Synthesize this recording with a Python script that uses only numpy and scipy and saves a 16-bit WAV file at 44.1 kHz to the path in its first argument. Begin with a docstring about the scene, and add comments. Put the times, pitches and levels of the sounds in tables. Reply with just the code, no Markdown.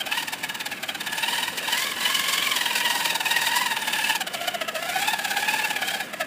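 """Outdoors on bare rock, a radio-controlled truck crawls close by over a low, steady hush.
Its electric motor drives a slightly off-centre gear. The teeth whine at their meshing rate and rasp
where they bind, once a turn, forcing the gearbox, gear cover and body shell into resonance.
Teeth ping and snap free, the rubber tyres scuff, and twice the motor brushes sing thinly."""
import sys
import numpy as np
from scipy import signal
from scipy.fft import rfft, irfft, next_fast_len
from scipy.io import wavfile

SR = 44100
rng = np.random.default_rng(int(sys.argv[2]) if len(sys.argv) > 2 else 0)


def dump_mix(stems):
    """Bounce the given channels to the path in sys.argv[1] as a 16-bit WAV at rate SR."""
    frames = np.atleast_2d(stems).T  # one column per channel
    limited = np.clip(frames, -1, 1)  # hard clip at full scale
    pcm = np.round(limited * 32767).astype(np.int16)
    wavfile.write(sys.argv[1], SR, pcm)


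N = 276066
TIME = np.arange(N) / SR

# spectrum of the outdoor background: frequency_hz, relative_db
HUSH_SPECTRUM = [(25, -36), (55, -30), (70, -23), (88, -11), (100, -10), (120, -8.5), (190, 0.5),
                 (300, -0.5), (420, -8.5), (700, -10), (1200, -6), (3000, -9), (6000, -66), (15000, -66)]
# rotation of the off-centre gear under the throttle: time_s, turns_per_s
GEAR_SPEED = [(0.0, 17.35), (0.31, 19.66), (0.38, 18.35), (1.08, 16.71), (1.17, 18.73), (1.38, 20.96),
              (1.57, 19.44), (1.74, 21.17), (2.37, 21.93), (2.8, 20.21), (3.08, 20.17), (3.26, 18.42),
              (3.6, 21.08), (3.77, 18.14), (4.22, 17.93), (4.28, 13.82), (4.48, 15.2), (4.68, 13.9),
              (4.97, 15.08), (5.06, 18.49), (5.27, 16.63), (5.56, 18.29), (6.05, 15.72), (6.26, 12.28)]
# meshing rate before the binds bend it, rising at each blip of the throttle: time_s, pitch_hz
WHINE_PITCH = [(.07, 772), (.18, 935), (.33, 890), (.6, 890), (.8, 770), (.95, 770), (1.02, 885),
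               (1.19, 885), (1.3, 938), (1.7, 915), (1.9, 1150), (1.97, 980), (2.06, 990), (2.11, 1070),
               (2.42, 1098), (2.52, 1085), (2.57, 965), (3.05, 945), (3.26, 885), (3.32, 938), (3.42, 925),
               (3.56, 960), (3.62, 1000), (3.7, 925), (3.9, 870), (4.16, 892), (4.22, 785), (4.37, 665),
               (4.51, 728), (4.62, 660), (4.76, 645), (4.97, 742), (5.12, 900), (5.2, 815), (5.37, 805),
               (5.5, 860), (5.65, 882), (5.85, 755), (5.98, 800), (6.14, 648)]
# load on the drive train: time_s, rasp_at_bind_db, grinding_between_db, whine_relative_db
DRIVE_LOAD = [(0.0, -28.5, -45.5, -20), (0.18, -24, -25, -10), (0.26, -26.5, -38.5, -16),
              (0.89, -26.5, -41.5, -20.5), (1.35, -24, -27.5, -11), (1.59, -26, -37.5, -21),
              (1.75, -22.5, -24, -11), (1.95, -27.5, -33, -17), (2.05, -23.5, -26.5, -15),
              (3.12, -21.5, -27, -10.5), (3.2, -21.5, -36.5, -13.5), (3.28, -19.5, -28, -10.5),
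              (3.58, -23.5, -24.5, -7), (3.72, -24, -33.5, -10), (4.11, -21.5, -24.5, -12),
              (4.21, -23.5, -43, -13), (4.45, -28, -31.5, -5), (4.71, -24.5, -41, -9),
              (4.79, -27.5, -31, -6), (5.09, -21.5, -24.5, -7), (5.17, -23, -32.5, -10.5),
              (5.52, -23, -27, -8), (5.78, -23, -33, -10), (5.92, -24.5, -28, -12), (6.12, -27, -41.5, -12),
              (6.26, -22, -41, -5)]
# jolts that make a bind bite harder or slip past: time_s, rasp_change_db
JOLTS = [(.384, -15), (.436, 1), (.6, 0.5), (.776, -13), (1.528, -9.5), (1.63, -7), (1.872, 1), (1.961, -3),
         (2.425, -5.5), (2.47, -0.5), (3.26, -2.5), (3.37, -4.5), (3.42, -1.5), (3.47, -0.5), (3.82, -6.5),
         (3.88, 1.5), (4.41, -1), (4.48, 3.5), (5.43, -1.5), (6.072, -25)]
# sidebands and tones of the other gears: tooth_rate_multiple, relative_db, blur_hz
GEAR_PARTIALS = [(.85, -9, 45.4), (1.1, -7.5, 50.3), (1.6, -13, 50), (1.91, -9, 44.2), (2.05, -10.5, 45),
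                 (2.55, -14, 50), (2.8, -12, 45), (3.27, -9.5, 44), (4.14, -8, 50), (5.13, -12, 55)]
# broad response of the gearbox: frequency_hz, relative_db
GEARBOX_SPECTRUM = [(40, -70), (150, -23), (400, -20.5), (640, -3), (1000, -5), (1230, -4), (1500, -0.5),
                    (1850, -0.5), (2090, 1), (2400, 4.5), (3150, 0.5), (3500, -1), (3900, -2), (4300, -5),
                    (5000, -15.5), (5700, -29), (15000, -12.5)]
# its resonances: centre_hz, width_hz, lift_db
GEARBOX_MODES = [(635, 49, 5), (2370, 90, 1.5), (3570, 70, 2.5), (3770, 90, 5.5), (4650, 130, 6),
                 (7030, 130, 4), (7600, 290, 5.5), (9170, 220, 4)]
# harmonics of the whine: tooth_rate_multiple, relative_db
OVERTONES = [(2, 1), (3, -0.5), (4, -4), (5, -5)]
# how clearly they ring out of the rattle: time_s, relative_db
OVERTONE_CLARITY = [(0, -14), (.18, -8), (.4, -15), (1.1, -15), (1.35, -9), (1.6, -14), (1.75, -10),
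                    (2.3, -10), (2.65, -12), (3.0, -8), (3.2, -10), (3.35, -6), (3.65, -7), (3.8, -12),
                    (4.1, -9), (4.3, -12), (4.5, -8), (4.85, -7), (5.1, -7), (5.25, -11), (5.55, -7),
                    (5.8, -11), (6.26, -11)]
# gear train resonances that they glide across: frequency_hz, gain_db
TRAIN_RESPONSE = [(1250, 1), (1450, -1), (1620, -5), (1750, -1), (1900, 2), (2150, -6), (2380, -8),
                  (2550, -1), (2780, 1), (3000, -2), (3250, -1), (3500, -7), (3800, 3), (4100, -5),
                  (4400, -12), (4650, -2), (5200, -14)]
# excitation of the gear cover: time_s, relative_db
COVER_DRIVE = [(0, -4.5), (.6, -14.5), (1.3, -5.5), (1.75, -11), (2.15, -4.5), (2.6, -8.5), (3.3, -28),
               (3.9, -9.5), (4.35, -5.5), (4.7, -8.5), (4.95, -25), (5.7, -11), (6.26, -23)]
# excitation of the shell's main mode as the chassis flexes: time_s, relative_db
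SHELL_DRIVE = [(0, -12), (.3, -10), (.5, 0), (.9, -6), (1.15, -1), (1.4, -9.5), (2, -3), (3, -10.5),
               (3.6, -5.5), (4, -1), (4.3, -8), (4.8, -4), (5.1, -5.5), (5.5, -2), (5.9, -4), (6.26, 0)]
# spectrum of teeth sliding on each other: frequency_hz, relative_db
SCRAPE_SPECTRUM = [(60, -64), (1000, -38), (3000, 2.5), (5000, 6), (6300, 2.5), (8500, 2.5), (10500, 0.5),
                   (13000, -2), (14500, 0), (15300, 2.5)]
# tyres rubbing over the rock: time_s, level_db
TYRE_LEVEL = [(0, -53), (1.1, -54), (1.35, -44), (1.5, -49), (1.65, -41), (1.8, -49), (2.5, -46),
              (3.5, -47), (4.5, -50), (5.2, -51.5), (5.5, -44.5), (6.0, -47.5), (6.26, -60)]
# their dull spectrum: frequency_hz, relative_db
TYRE_SPECTRUM = [(100, -67), (300, -4), (480, 4), (600, 5.5), (800, -1), (1500, -27), (5000, -75)]
# metallic pings of the gears: peak_s, pitch_hz, relative_db
PINGS = [(0.014, 3171, -27.5), (0.125, 2610, -23.5), (.187, 2890, -27.5), (0.894, 3225, -28.5),
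         (1.237, 2690, -23.5), (1.285, 2860, -26), (1.733, 3020, -22.5), (2.059, 2977, -19.5),
         (2.153, 2970, -21), (2.38, 3340, -29), (2.428, 3300, -28), (2.52, 3180, -25), (2.569, 3320, -28),
         (2.662, 3200, -25.5), (3.106, 3790, -33), (3.267, 2540, -22.5), (3.316, 3770, -24),
         (3.341, 2760, -26), (3.369, 1890, -23), (3.473, 3740, -30), (4.045, 2630, -23.5),
         (4.112, 2770, -30), (5.088, 2560, -26), (5.494, 2503, -22), (5.545, 2600, -29), (5.644, 2680, -24)]
# teeth that catch and snap free: start_s, force_db
SNAPS = [(.123, -22), (1.067, -37), (1.233, -23.5), (2.055, -22), (2.424, -18), (3.056, -18), (3.363, -18),
         (3.416, -30), (3.469, -17), (3.765, -25), (5.369, -22)]
# spells of brush singing: start_s, peak_s, end_s, level_db, first_hz, last_hz
BRUSH_SPELLS = [(1.0, 1.36, 1.56, -42.5, 9330, 8950), (3.5, 4.08, 4.16, -42, 9220, 9260)]


def amp(db):
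    """Amplitude ratio of a level in decibels."""
    return 10 ** (np.asarray(db) / 20)


def unit_rms(x):
    """Normalisation to an rms of 1."""
    return x / np.sqrt(np.mean(x ** 2) + 1e-20)


def curves(rows):
    """Linear interpolation of each column of a time table."""
    times, *columns = np.transpose(rows)
    return [np.interp(TIME, times, column) for column in columns]


def wander(hz):
    """Low-pass noise: random motion of rms 1, no faster than about hz."""
    step = 8
    size = next_fast_len(N // step)
    f = np.fft.rfftfreq(size, step / SR)
    slow = irfft(rfft(rng.standard_normal(size)) / (1 + (f / hz) ** 4), size)
    return unit_rms(np.interp(np.arange(N), step * np.arange(size), slow))


def blurred_tone(cycles, blur_hz):
    """Random modulation of amplitude and phase spreads a tone into a narrow band."""
    phase = 2 * np.pi * cycles
    return wander(blur_hz) * np.cos(phase) + wander(blur_hz) * np.sin(phase)


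def colour(x, spectrum, modes=()):
    """Minimum-phase filter of unit energy: a broad spectrum with resonances that ring on."""
    f = abs(np.fft.fftfreq(4096, 1 / SR))
    hz, db = np.transpose(spectrum)
    shape_db = np.interp(np.log(f + 1), np.log(hz), db)
    for centre, width, lift in modes:
        shape_db += lift / (1 + (2 * (f - centre) / width) ** 2)
    log_response = np.conj(signal.hilbert(np.log(amp(shape_db))))
    taps = np.fft.ifft(np.exp(log_response)).real
    return signal.oaconvolve(x, taps / np.linalg.norm(taps))[:N]


def resonate(x, hz, width_hz):
    """Forced response of one damped mode of unit energy."""
    b, a = signal.iirpeak(hz, hz / width_hz, fs=SR)
    return signal.lfilter(b, a, x) * np.sqrt(SR / (np.pi * width_hz))


def hush(level_db=-41.5):
    """Broadband noise of air and distant foliage, almost constant in level."""
    return amp(level_db + .4 * wander(4)) * colour(rng.standard_normal(N), HUSH_SPECTRUM)


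def gear_turns(first_bind_turns=.2016):
    """Rotation is the integral of speed; the off-centre gear binds at each whole turn."""
    return np.cumsum(curves(GEAR_SPEED)[0]) / SR - first_bind_turns


def gear_binds(typical_s=.0175, jolt_reach_s=.02):
    """Eccentricity binds the gear once a turn. Rows: time_s, length_s, rasp_db, grinding_after_db."""
    turns = gear_turns()
    times = np.interp(np.arange(int(turns[-1]) + 1), turns, TIME)
    rasp_db, grinding_db, _ = curves(DRIVE_LOAD)
    longer, harder, looser = rng.standard_normal((len(times), 3)).T
    jolt_db = sum(db * (abs(times - at) < jolt_reach_s) for at, db in JOLTS)
    length_s = typical_s * np.exp(.14 * longer)
    bind_db = np.interp(times, TIME, rasp_db) + jolt_db + .6 * harder
    after_db = np.interp(times + np.gradient(times) / 2, TIME, grinding_db) + .7 * looser
    return np.transpose([times, length_s, bind_db, after_db])


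def tooth_rate(sag=.032, lag_turns=.04):
    """Frequency modulation: each bind brakes the motor, so the meshing rate sags and recovers."""
    return curves(WHINE_PITCH)[0] * (1 - sag * np.sin(2 * np.pi * (gear_turns() - lag_turns)))


def tooth_force(binds, lead_s, rise, fall, rasp_db, loose_db, rebound_db,
                rebound_turns=.46, rebound_s=.0087):
    """Binds, loose grinding and rebounds add in power; rise and fall are shares of a bind's length."""
    times, _, _, grinding_db = np.transpose(binds)
    turn_s = np.gradient(times)
    angle = 2 * np.pi * np.interp(TIME, times, np.arange(len(times)))
    slack_db = .5 * np.maximum(-np.sin(angle), 0) ** 2  # the teeth run freest before they bind
    power = amp(np.interp(TIME, times + turn_s / 2, grinding_db) + loose_db + slack_db) ** 2
    for (at, length_s, bind_db, after_db), period_s in zip(binds, turn_s):
        near = slice(max(int(at * SR) - SR // 20, 0), int(at * SR) + SR // 10)
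        t = TIME[near] - at + lead_s
        swell = np.exp(-(t / (length_s * np.where(t < 0, rise, fall))) ** 2)
        rebound = np.exp(-((t - rebound_turns * period_s) / rebound_s) ** 2)
        power[near] += amp(bind_db + rasp_db) ** 2 * swell + amp(after_db + rebound_db) ** 2 * rebound
    return np.sqrt(power)


def impacts(teeth, uneven_db=4, jitter_teeth=.028):
    """Impulse train: each tooth lands a little early or late and with uneven strength."""
    count = np.floor(teeth + jitter_teeth * wander(500))
    lands = np.diff(count, prepend=count[0]) > 0
    return unit_rms(lands * amp(uneven_db * np.clip(rng.standard_normal(N), -2, 2)))


def friction(teeth, fade_teeth=.45, steady=.49, grit_db=2):
    """Sliding friction makes noise that flares as each tooth engages."""
    flare = steady + np.exp(-(teeth % 1) / fade_teeth)
    return unit_rms(flare * rng.standard_normal(N) * amp(grit_db * wander(460)))


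def gearbox_rattle(teeth, force, clarity):
    """Forced vibration of the gearbox under impacts, friction and meshing tones."""
    grinding = amp(-9.5) * impacts(teeth) + amp(-5.5) * friction(teeth)
    grinding *= amp(-8 * clarity)  # the clearer the overtones, the less the teeth grind
    tones = sum(amp(db + 3 * wander(7)) * blurred_tone(multiple * teeth, blur_hz)
                for multiple, db, blur_hz in GEAR_PARTIALS)
    return colour(force * (grinding + amp(-12.5) * tones), GEARBOX_SPECTRUM, GEARBOX_MODES)


def overtone(teeth, multiple, db):
    """A gliding harmonic of the whine grows wherever it meets a resonance of the gear train."""
    lift_db = np.interp(multiple * tooth_rate(), *np.transpose(TRAIN_RESPONSE))
    swell_db = 3 * wander(7)  # each meshing tone swells and fades as the shafts shift
    return amp(db + lift_db + swell_db) * np.cos(2 * np.pi * multiple * teeth + .6 * wander(20))


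def cover_ring(teeth, force):
    """Resonance of the gear cover, excited by tooth friction."""
    return resonate(force * amp(curves(COVER_DRIVE)[0]) * friction(teeth), hz=3000, width_hz=110)


def shell_ring(teeth, binds):
    """Resonance of the body shell, sustained by friction even between the binds."""
    flex = tooth_force(binds, lead_s=0, rise=.35, fall=.6, rasp_db=0, loose_db=-2, rebound_db=-1)
    drive = flex * amp(curves(SHELL_DRIVE)[0]) * friction(teeth)
    return amp(-5) * resonate(drive, hz=1695, width_hz=70)


def flank_hiss(teeth, binds, db_per_octave=4.5, cruise_hz=900):
    """Friction noise grows with sliding speed; the flanks start to scrape just before they bind."""
    rub = tooth_force(binds, lead_s=.0017, rise=.34, fall=.46, rasp_db=1.74, loose_db=-.5, rebound_db=-1)
    rub *= amp(1.5 * wander(22))
    scrape = rub * friction(teeth, fade_teeth=.89, steady=1, grit_db=1.5)
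    gain_db = -7 + db_per_octave * np.log2(curves(WHINE_PITCH)[0] / cruise_hz)
    return amp(gain_db) * colour(scrape, SCRAPE_SPECTRUM, GEARBOX_MODES)


def whine(teeth, binds):
    """The meshing fundamental: a heavy vibration that swells at each bind and outlasts the rattle."""
    sway = tooth_force(binds, lead_s=-.0005, rise=.37, fall=.62, rasp_db=.5, loose_db=-9, rebound_db=-6)
    tone = amp(5) * np.cos(2 * np.pi * teeth) + amp(-1.5) * blurred_tone(teeth, blur_hz=70)
    return sway * amp(curves(DRIVE_LOAD)[2]) * tone


def gears():
    """Periodic meshing: one running count of teeth times the rattle, ringing, hiss and whine."""
    binds = gear_binds()
    teeth = np.cumsum(tooth_rate() * (1 + .009 * wander(45))) / SR
    clarity = amp(curves(OVERTONE_CLARITY)[0])
    force = tooth_force(binds, lead_s=.001, rise=.28, fall=.49, rasp_db=.6, loose_db=-4.5,
                        rebound_db=-1, rebound_turns=.48, rebound_s=.007)
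    rattle = gearbox_rattle(teeth, force, clarity)
    overtones = force * clarity * sum(overtone(teeth, multiple, db) for multiple, db in OVERTONES)
    ringing = cover_ring(teeth, force) + shell_ring(teeth, binds)
    return rattle + overtones + ringing + flank_hiss(teeth, binds) + whine(teeth, binds)


def tyres():
    """Friction of soft rubber lugs on rock makes a dull, uneven murmur."""
    scuff_db = 3 * wander(29)
    return amp(curves(TYRE_LEVEL)[0] + scuff_db) * colour(rng.standard_normal(N), TYRE_SPECTRUM)


def pings(swell_s=.0056, gain_db=3):
    """Resonant build-up: a few teeth strike in step with a mode, which swells and dies."""
    out = np.zeros(N)
    for at, hz, db in PINGS:
        near = slice(max(int(at * SR) - SR // 20, 0), int(at * SR) + SR // 20)
        t = TIME[near] - at
        out[near] += amp(db + gain_db) * np.exp(-.5 * (t / swell_s) ** 2) * np.sin(2 * np.pi * hz * t)
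    return out


def snaps(rise_s=.001, decay_s=.0069):
    """Transient excitation: a caught tooth lets go and the gearbox answers with a hard clack."""
    force = np.zeros(N)
    for at, db in SNAPS:
        t = np.maximum(TIME - at, 0)
        force += amp(db) * np.minimum(t / rise_s, 1) * np.exp(-np.minimum(t / decay_s, 20))
    return colour(force * rng.standard_normal(N), GEARBOX_SPECTRUM, GEARBOX_MODES)


def brushes(flicker_db=4):
    """Friction-induced vibration: brushes on the commutator sing fitfully in a high, sliding band."""
    out = np.zeros(N)
    for start, peak, end, db, first_hz, last_hz in BRUSH_SPELLS:
        swell = np.interp(TIME, [start, peak, end], [0, 1, 0])
        cycles = np.cumsum(np.interp(TIME, [start, end], [first_hz, last_hz])) / SR
        out += swell * amp(db + flicker_db * wander(70)) * blurred_tone(cycles, blur_hz=190)
    return out


def scene():
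    """Superposition of the truck's sounds and the outdoor hush in one channel."""
    return (gears() + snaps() + pings() + brushes() + tyres() + hush())[None]


def record(dry, cutoff_hz=15380):
    """Band limiting: a linear-phase low-pass filter removes the highest treble."""
    taps = signal.firwin(601, cutoff_hz, window=("kaiser", 9), fs=SR)
    return signal.oaconvolve(dry, taps[None], "same")


dry = scene()
out = record(dry)
dump_mix(out)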